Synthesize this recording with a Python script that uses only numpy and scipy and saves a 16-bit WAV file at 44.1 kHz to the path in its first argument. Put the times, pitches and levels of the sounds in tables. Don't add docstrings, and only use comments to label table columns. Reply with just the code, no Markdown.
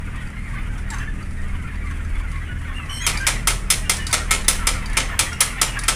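import sys
import numpy as np
from scipy import signal
from scipy.fft import rfft, irfft
from scipy.io import wavfile
from scipy.ndimage import uniform_filter1d

SR = 44100
rng = np.random.default_rng(int(sys.argv[2]) if len(sys.argv) > 2 else 0)


def unload_wav(signal):
    wavfile.write(
        sys.argv[1],
        SR,
        np.round(np.clip(np.atleast_2d(signal).T, -1, 1) * 32767).astype(np.int16),
    )


N = 262395

# mode_hz, relative_level_db
FRAME_MODES = [(910, -6.5), (1310, 2.5), (2130, -3.5), (2330, -3), (3200, -1.5), (3570, -3.5), (4330, -5),
               (5135, 2), (5600, -1), (6150, 1), (7200, -4), (7800, -15), (8590, 2), (9680, -1),
               (10750, 2.5)]
# frequency_hz, relative_level_db
THROAT_SPECTRUM = [(500, -33.5), (900, -14.5), (1200, -8), (1600, -6.5), (2100, -2), (2600, -9.5),
                   (3300, -15.5), (4200, -30)]


def gain_of(db):
    return 10 ** (np.asarray(db) / 20)


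def evened(x):
    return x / np.sqrt(np.mean(x ** 2) + 1e-20)


def read(points, hz):
    f, value = np.transpose(points)
    return np.interp(np.log(hz + 1), np.log(f + 1), value)


def add(mix, s, sound):
    part = mix[round(s * SR):][:len(sound)]
    part += sound[:len(part)]


def wander(count, width):
    once = uniform_filter1d(rng.standard_normal(count), width)
    return evened(uniform_filter1d(once, width))


def dying(x, t60s):
    hz, t, bands = signal.stft(x, SR, nperseg=128)
    decay_db = -60 * t / read(t60s, hz)[:, None]
    return signal.istft(bands * gain_of(decay_db), SR, nperseg=128)[1][..., :x.shape[-1]]


def coloured(x, points):
    count = x.shape[-1]
    response = gain_of(read(points, np.fft.rfftfreq(count, 1 / SR)))
    return irfft(rfft(x) * response, count)


def leading(modes, lead_hz, lead_db):
    width = 0.097
    hz, db = np.transpose(modes)
    near = np.exp(-(np.log(hz / lead_hz) / width) ** 2)
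    return np.c_[hz, db + near * (lead_db - db)]


def rings(modes, t, t60):
    hz, db = np.repeat(modes, 3, axis=0).T[:, :, None]
    level, detune, phase = rng.standard_normal((len(hz), 3)).T[:, :, None]
    mode_t60 = t60 * (1000 / hz) ** .4
    db = db + 3.2 * level - 60 * t / mode_t60
    tones = np.sin(2 * np.pi * hz * (1 + 0.0113 * detune) * t + 2 * phase)
    return (gain_of(db) * tones).sum(0)


def clacks(ring_db=-2.5, split_hz=2800, bright_hz=9000, chatter_db=2.0):
    # start_s, level_db, hardness_db, lead_hz
    pawl_drops = [(3.066, -19, 0, 2330), (3.268, -18, -1, 2330), (3.473, -18, 0.5, 2120),
                  (3.703, -18, 4, 3570), (3.896, -19, 1.5, 2130), (4.129, -18, -2.5, 8590),
                  (4.309, -17, 0, 2130), (4.482, -18.5, 4, 10750), (4.670, -18.5, -0.5, 8590),
                  (4.970, -19, -3, 2380), (5.192, -19.5, 0, 8590), (5.406, -18, 3, 10750),
                  (5.615, -19, 0, 7200), (5.882, -18, -1.5, 8590)]
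    # frequency_hz, relative_level_db
    plate_spectrum = [(180, -24), (300, -10), (1030, -5.5), (1340, -1), (1660, -5.5), (2140, 1.5),
                      (2700, -3), (3460, -5), (4670, -7.5), (6500, -5.5), (10600, -1), (15000, -13),
                      (17000, -23)]
    # frequency_hz, t60_s
    plate_t60 = [(400, 0.6), (1500, 0.26), (4000, 0.29), (10000, 0.15), (15000, 0.079)]
    lead_db, frame_t60 = 7.5, .26
    crack_db, crack_per_db = -2, 0.54
    dull_per_db = -0.67

    out, t = np.zeros(N), np.arange(12288) / SR
    hz = np.fft.rfftfreq(len(t), 1 / SR)
    for s, db, hard_db, lead_hz in pawl_drops:
        ring = rings(leading(FRAME_MODES, lead_hz, lead_db), t, frame_t60)
        plates = dying(coloured(rng.standard_normal(len(t)), plate_spectrum), plate_t60)
        chatter = gain_of(chatter_db * wander(len(t), 150))
        plates = plates / plates[:800].std() * chatter
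        blow = gain_of(ring_db) * ring / ring[:800].std() + plates
        low_db = (-2 + dull_per_db * hard_db) / (1 + (hz / split_hz) ** 4)
        treble_db = hard_db / (1 + (bright_hz / (hz + 1)) ** 8)
        tilted = irfft(rfft(blow) * gain_of(low_db + treble_db))
        crack = gain_of(crack_db + crack_per_db * hard_db) * np.exp(-t / 0.03)
        onset = 1 - np.exp(-t / 0.001)
        add(out, s - .001, gain_of(db) * tilted * onset * (1 + crack))
    return out


def ticks(lead_db=5):
    # start_s, level_db, lead_hz
    contacts = [(0.159, -41, 8400), (0.272, -43, 4700), (0.9036, -24, 7650), (0.935, -35, 6250),
                (0.9435, -31, 6250), (0.9848, -34, 6250), (0.993, -40, 6250), (1.2273, -40, 4700),
                (1.7574, -45, 4700), (1.911, -38, 6250), (2.0493, -41, 6250), (2.1537, -41, 9700),
                (2.3575, -45, 3800), (2.7621, -50, 9700), (3.174, -19.5, 4700), (3.21, -29, 6250),
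                (3.968, -21, 7650), (4.068, -16, 4700), (4.1124, -23, 4700), (4.4129, -36, 8400),
                (4.4458, -29, 3800), (4.8587, -27, 4700), (4.899, -33, 9700), (4.932, -29, 9700),
                (5.3298, -27.5, 5600), (5.7901, -18, 9700), (5.8148, -40, 7650), (5.8373, -22.5, 9700)]
    # mode_hz, relative_level_db
    small_modes = [(3800, -10), (4700, -6), (5600, -25), (6250, -12), (7650, -19), (8400, -15),
                   (9700, -4.5)]
    faint_per_s, faint_db = 2.6, -42.5
    knock_db, knock_share = -32, 0.39
    grit_spectrum = [(2500, -8.5), (4200, 4.5), (10500, 3), (16000, -20)]  # frequency_hz, relative_level_db

    out, t = np.zeros(N), np.arange(4096) / SR
    chances = rng.random((round(faint_per_s * N / SR), 3))
    faint = [(when * N / SR, faint_db + 6 * size, 3500 + 6500 * pitch) for when, size, pitch in chances]
    for s, level_db, hz in contacts + faint:
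        grit = evened(coloured(rng.standard_normal(len(t)), grit_spectrum))
        puff = grit * (0.43 * np.exp(-t / 0.0047) + 0.13 * np.exp(-t / 0.04))
        tick = puff + 0.21 * rings(leading(small_modes, hz, lead_db), t, 0.098)
        thud = evened(coloured(rng.standard_normal(len(t)), THROAT_SPECTRUM)) * np.exp(-t / .02)
        knock = rings(FRAME_MODES[:4], t, 0.058) + 0.6 * thud
        both = gain_of(level_db) * tick + gain_of(knock_db + knock_share * level_db) * knock
        onset = 1 - np.exp(-t / 0.0008)
        add(out, s - .001, both * onset)
    return out


def squeaks(unsteady=0.015, scrape_db=-11):
    # time_s, slip_rate_hz, level_db, others_db (level of all partials but the first listed)
    slip_tracks = [
        [(2.75, 2820, -52, -2), (2.78, 2830, -42, -7), (2.81, 2680, -50, -10), (2.85, 2600, -53, -10)],
        [(2.885, 2900, -48, -6), (2.909, 2802, -44, -3), (2.94, 2790, -38.5, 0), (2.975, 2750, -37, -0.5),
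         (3.009, 2800, -50, 4), (3.04, 2620, -48, -2)],
        [(2.89, 2950, -40, -12), (2.932, 3076, -40, -18), (2.96, 3050, -43, -14), (2.994, 3100, -42, -17),
         (3.02, 3240, -43.5, 3.5), (3.04, 3360, -45.5, 5.5), (3.065, 3150, -29.5, -5)],
    ]
    # multiple, relative_level_db
    slip_partials = [
        [(1, 7.5), (3, 1)],
        [(2, 0), (1.53, -8), (3, 1.5), (4, -5), (5, -15)],
        [(1, 7.5), (2, 7), (3, -7), (4, -12)],
    ]
    scrape_spectrum = [(2500, -23), (5000, -7), (11000, 7), (15000, -13)]  # frequency_hz, relative_level_db

    out = np.zeros(N)
    for rows, partials in zip(slip_tracks, slip_partials):
        s, *columns = np.transpose(rows)
        t = np.arange(s[0], s[-1], 1 / SR)
        hz, db, others_db = (np.interp(t, s, c) for c in columns)
        slip_hz = hz * (1 + unsteady * wander(len(t), 40))
        phase = 2 * np.pi * np.cumsum(slip_hz) / SR
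        broken = [gain_of(g + 3.4 * wander(len(t), 120)) * np.sin(k * phase) for k, g in partials]
        scrape = coloured(rng.standard_normal(len(t) + 1), scrape_spectrum)[:len(t)]
        tone = broken[0] + gain_of(others_db) * sum(broken[1:]) + gain_of(scrape_db) * evened(scrape)
        add(out, s[0], tone * gain_of(db) * signal.windows.tukey(len(t), .1))
    return out


def peep(length, start_hz, end_hz, second_db=-22, flutter=.015):
    u = np.linspace(0, 1, max(round(length * SR), 64))
    shake = np.sin(2 * np.pi * (70 * length * u + rng.random()))
    glide_hz = start_hz + (end_hz - start_hz) * u ** 1.486
    phase = 2 * np.pi * np.cumsum(glide_hz * (1 + flutter * shake)) / SR
    envelope = np.sin(np.pi * u ** 0.64) ** 0.58
    return (np.sin(phase) + gain_of(second_db) * np.sin(2 * phase)) * envelope


def flock(per_s=330, spread_db=3.5):
    # start_s, length_s, start_hz, end_hz, level_db (relative, as all are doubled in amplitude)
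    near_peeps = [(0.13, 0.033, 1200, 1200, -50), (.21, 0.044, 1500, 1410, -46),
                  (0.364, 0.049, 2126, 2050, -43.5), (.43, .06, 2150, 2000, -47),
                  (0.533, 0.02, 1130, 1140, -44), (0.548, 0.035, 1540, 1500, -42),
                  (.55, 0.042, 2200, 1940, -45), (.70, .04, 1590, 1510, -45),
                  (0.911, 0.029, 934, 820, -41.5), (0.917, 0.029, 1740, 1620, -38.5),
                  (0.993, 0.042, 2700, 2710, -48), (1.011, 0.037, 1807, 1340, -39.5),
                  (1.075, 0.023, 1788, 1670, -34.5), (1.208, 0.024, 1256, 1210, -44),
                  (1.372, 0.059, 1886, 1800, -44), (1.435, 0.073, 1210, 1260, -50.5),
                  (1.639, 0.035, 1393, 1300, -43), (1.717, 0.027, 2120, 2190, -45),
                  (1.752, 0.099, 1986, 1870, -48), (1.812, 0.044, 2290, 2260, -45.5),
                  (1.837, 0.054, 1188, 1135, -44.5), (1.859, 0.04, 2146, 1930, -42),
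                  (2.325, 0.065, 1097, 1100, -47), (2.407, 0.034, 1885, 2010, -42),
                  (2.464, 0.074, 2940, 2870, -51), (2.486, 0.05, 1484, 1440, -39.5),
                  (2.507, 0.024, 1750, 1640, -43), (2.645, 0.044, 2130, 2160, -46),
                  (2.645, 0.038, 1534, 1420, -44), (2.696, 0.028, 1090, 1070, -43.5),
                  (2.743, 0.043, 2745, 2806, -44), (2.795, 0.019, 1360, 1160, -40.5),
                  (3.004, 0.032, 2055, 1840, -36), (3.01, 0.048, 3900, 3940, -50),
                  (3.023, 0.03, 2490, 2510, -39), (3.159, 0.044, 2290, 2460, -35),
                  (3.2, 0.057, 1582, 1595, -31), (3.849, 0.051, 2800, 2834, -42.5),
                  (3.852, 0.056, 1500, 1440, -45), (3.983, 0.039, 1757, 1790, -36),
                  (3.996, 0.051, 2950, 2890, -39.5), (4.02, 0.032, 1865, 1726, -41),
                  (4.199, 0.048, 1410, 1310, -38), (4.747, 0.056, 1382, 1320, -39),
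                  (5.106, 0.03, 1840, 1750, -41), (5.263, 0.039, 1956, 1920, -36),
                  (5.281, 0.049, 3230, 3260, -47), (5.672, 0.071, 2910, 2830, -41),
                  (5.729, 0.052, 2870, 2560, -43), (5.77, 0.018, 1700, 1580, -28.5),
                  (5.827, 0.035, 1883, 1730, -36.5)]
    # time_s, level_db (before chance flurries)
    chatter_track = [(0, -40.5), (.14, -43.5), (.22, -38.5), (.45, -46), (.58, -39.5), (.87, -43.5),
                     (.93, -35), (1.08, -43), (1.17, -45), (1.36, -68), (1.42, -43), (2.4, -41.5),
                     (3.05, -38.5), (3.2, -33.5), (3.52, -42), (4.35, -34.5), (5.26, -32.5), (5.95, -33.5)]
    flurry_db = 2.5

    far, near = np.zeros(N), np.zeros(N)
    for when, pitch, glide, long, size in rng.random((round(per_s * N / SR), 5)):
        hz = 600 * 6.5 ** pitch
        db = read(THROAT_SPECTRUM, hz) - spread_db * np.log(1 - .97 * size)
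        note = peep(0.0094 + 0.052 * long ** 2, hz, hz * (1.02 - 0.1945 * glide))
        add(far, when * N / SR, gain_of(db) * note)
    for s, length, start_hz, end_hz, db in near_peeps:
        add(near, s, 2 * gain_of(db) * peep(length, start_hz, end_hz))
    blur = coloured(rng.standard_normal(N + 1), THROAT_SPECTRUM)[:N]
    far = evened(far) + gain_of(-4.5) * evened(shed(far)) + gain_of(-3.5) * evened(blur)
    s, db = np.transpose(chatter_track)
    chatter_db = np.interp(np.arange(N) / SR, s, db) + flurry_db * wander(N, 900)
    return evened(far) * gain_of(chatter_db) + near + gain_of(-5.5) * shed(near)


def hum(waver_db=.8):
    # blade_rate_hz, in_step_s (moment in step with the first fan)
    fans = [(39.079, 0), (39.196, 3.128), (39.253, 4.713), (39.912, 3.382), (33.28, 2.72), (32.82, 2.72)]
    # level_db of multiples 1, 2, 3, .. (rms, before the slow waver)
    fan_levels = [(-36.5, -36, -46.5, -61, -66.5, -55), (-36, -37.5, -50.5, -50.5, -47.5, -53),
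                  (-47, -36.5, -61, -53, -49, -65, -52), (-33.5, -48.5, -53, -59.5, -56.5, -55), (-51,),
                  (-43.5,)]

    t, out = np.arange(N) / SR, np.zeros(N)
    lag = rng.random(8)
    first_hz = fans[0][0]
    for (hz, step_s), levels in zip(fans, fan_levels):
        turns = first_hz * t + (hz - first_hz) * (t - step_s)
        tones = sum(gain_of(db) * np.sin(2 * np.pi * ((k + 1) * turns + lag[k]))
                    for k, db in enumerate(levels))
        out += np.sqrt(2) * tones * gain_of(waver_db * wander(N, 9000))
    return out


def air():
    # frequency_hz, relative_level_db
    roar_spectrum = [(15, -9.5), (28, -7), (60, -10.5), (120, -11), (250, -23.5), (500, -32.5),
                     (900, -38.5), (2000, -29.5), (4000, -51.5), (6500, -50.5), (9500, -46), (12000, -52),
                     (16000, -73)]
    # time_s, level_db
    gust_track = [(0.0, -32), (1.42, -30), (1.54, -24), (1.64, -39), (2.2, -26), (2.33, -37), (2.95, -36),
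                  (3.43, -33), (3.46, -31), (3.88, -36), (4.87, -28), (4.97, -34.5), (5.95, -52)]
    roar_db = -32.5

    frames, hz = N // 256 + 5, np.fft.rfftfreq(1024, 1 / SR)
    real, imaginary, patches = rng.standard_normal((frames, 513, 3)).T
    patches = uniform_filter1d(patches, 14, axis=0)
    patches = evened(uniform_filter1d(patches, 10, axis=1))
    flicker = wander(frames, 3) * (hz[:, None] > 3000)
    bands = (real + 1j * imaginary) * gain_of(1.3 * patches + 1.8 * flicker)
    noise = signal.istft(bands, nperseg=1024, noverlap=768)[1][:N + 1]
    roar = coloured(noise, roar_spectrum)[:N]
    s, db = np.transpose(gust_track)
    low_band = signal.butter(2, [14, 33], "band", fs=SR, output="sos")
    low = signal.sosfilt(low_band, rng.standard_normal(N))
    gusts = evened(low) * gain_of(np.interp(np.arange(N) / SR, s, db))
    return gain_of(roar_db) * evened(roar) + gusts


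def shed(x):
    # frequency_hz, t60_s
    shed_decay = [(300, 1), (1000, 0.19), (3000, 0.31), (8000, 0.37), (15000, 0.3)]
    taps = np.zeros(SR)
    at = np.arange(500, SR - 20, 20)
    taps[at + rng.integers(0, 20, len(at))] = rng.choice([-1., 1.], len(at))
    tail = dying(taps, shed_decay)
    return signal.fftconvolve(x, tail / np.linalg.norm(tail))[:N]


def scene():
    winch = clacks() + ticks() + squeaks()
    return (winch + gain_of(-10.5) * shed(winch) + flock() + hum() + air())[None]


def record(dry):
    # frequency_hz, gain_db
    treble_response = [(10000, 0), (11100, -2), (11900, -10.5), (14900, 3), (15600, -29)]
    edge_hz = 16400
    heard = coloured(np.pad(dry, ((0, 0), (0, 1025))), treble_response)[:, :N]
    low_pass = signal.firwin(511, edge_hz, window=("kaiser", 9), fs=SR)
    return signal.oaconvolve(heard, low_pass[None], "same", axes=1)


dry = scene()
out = record(dry)
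unload_wav(out)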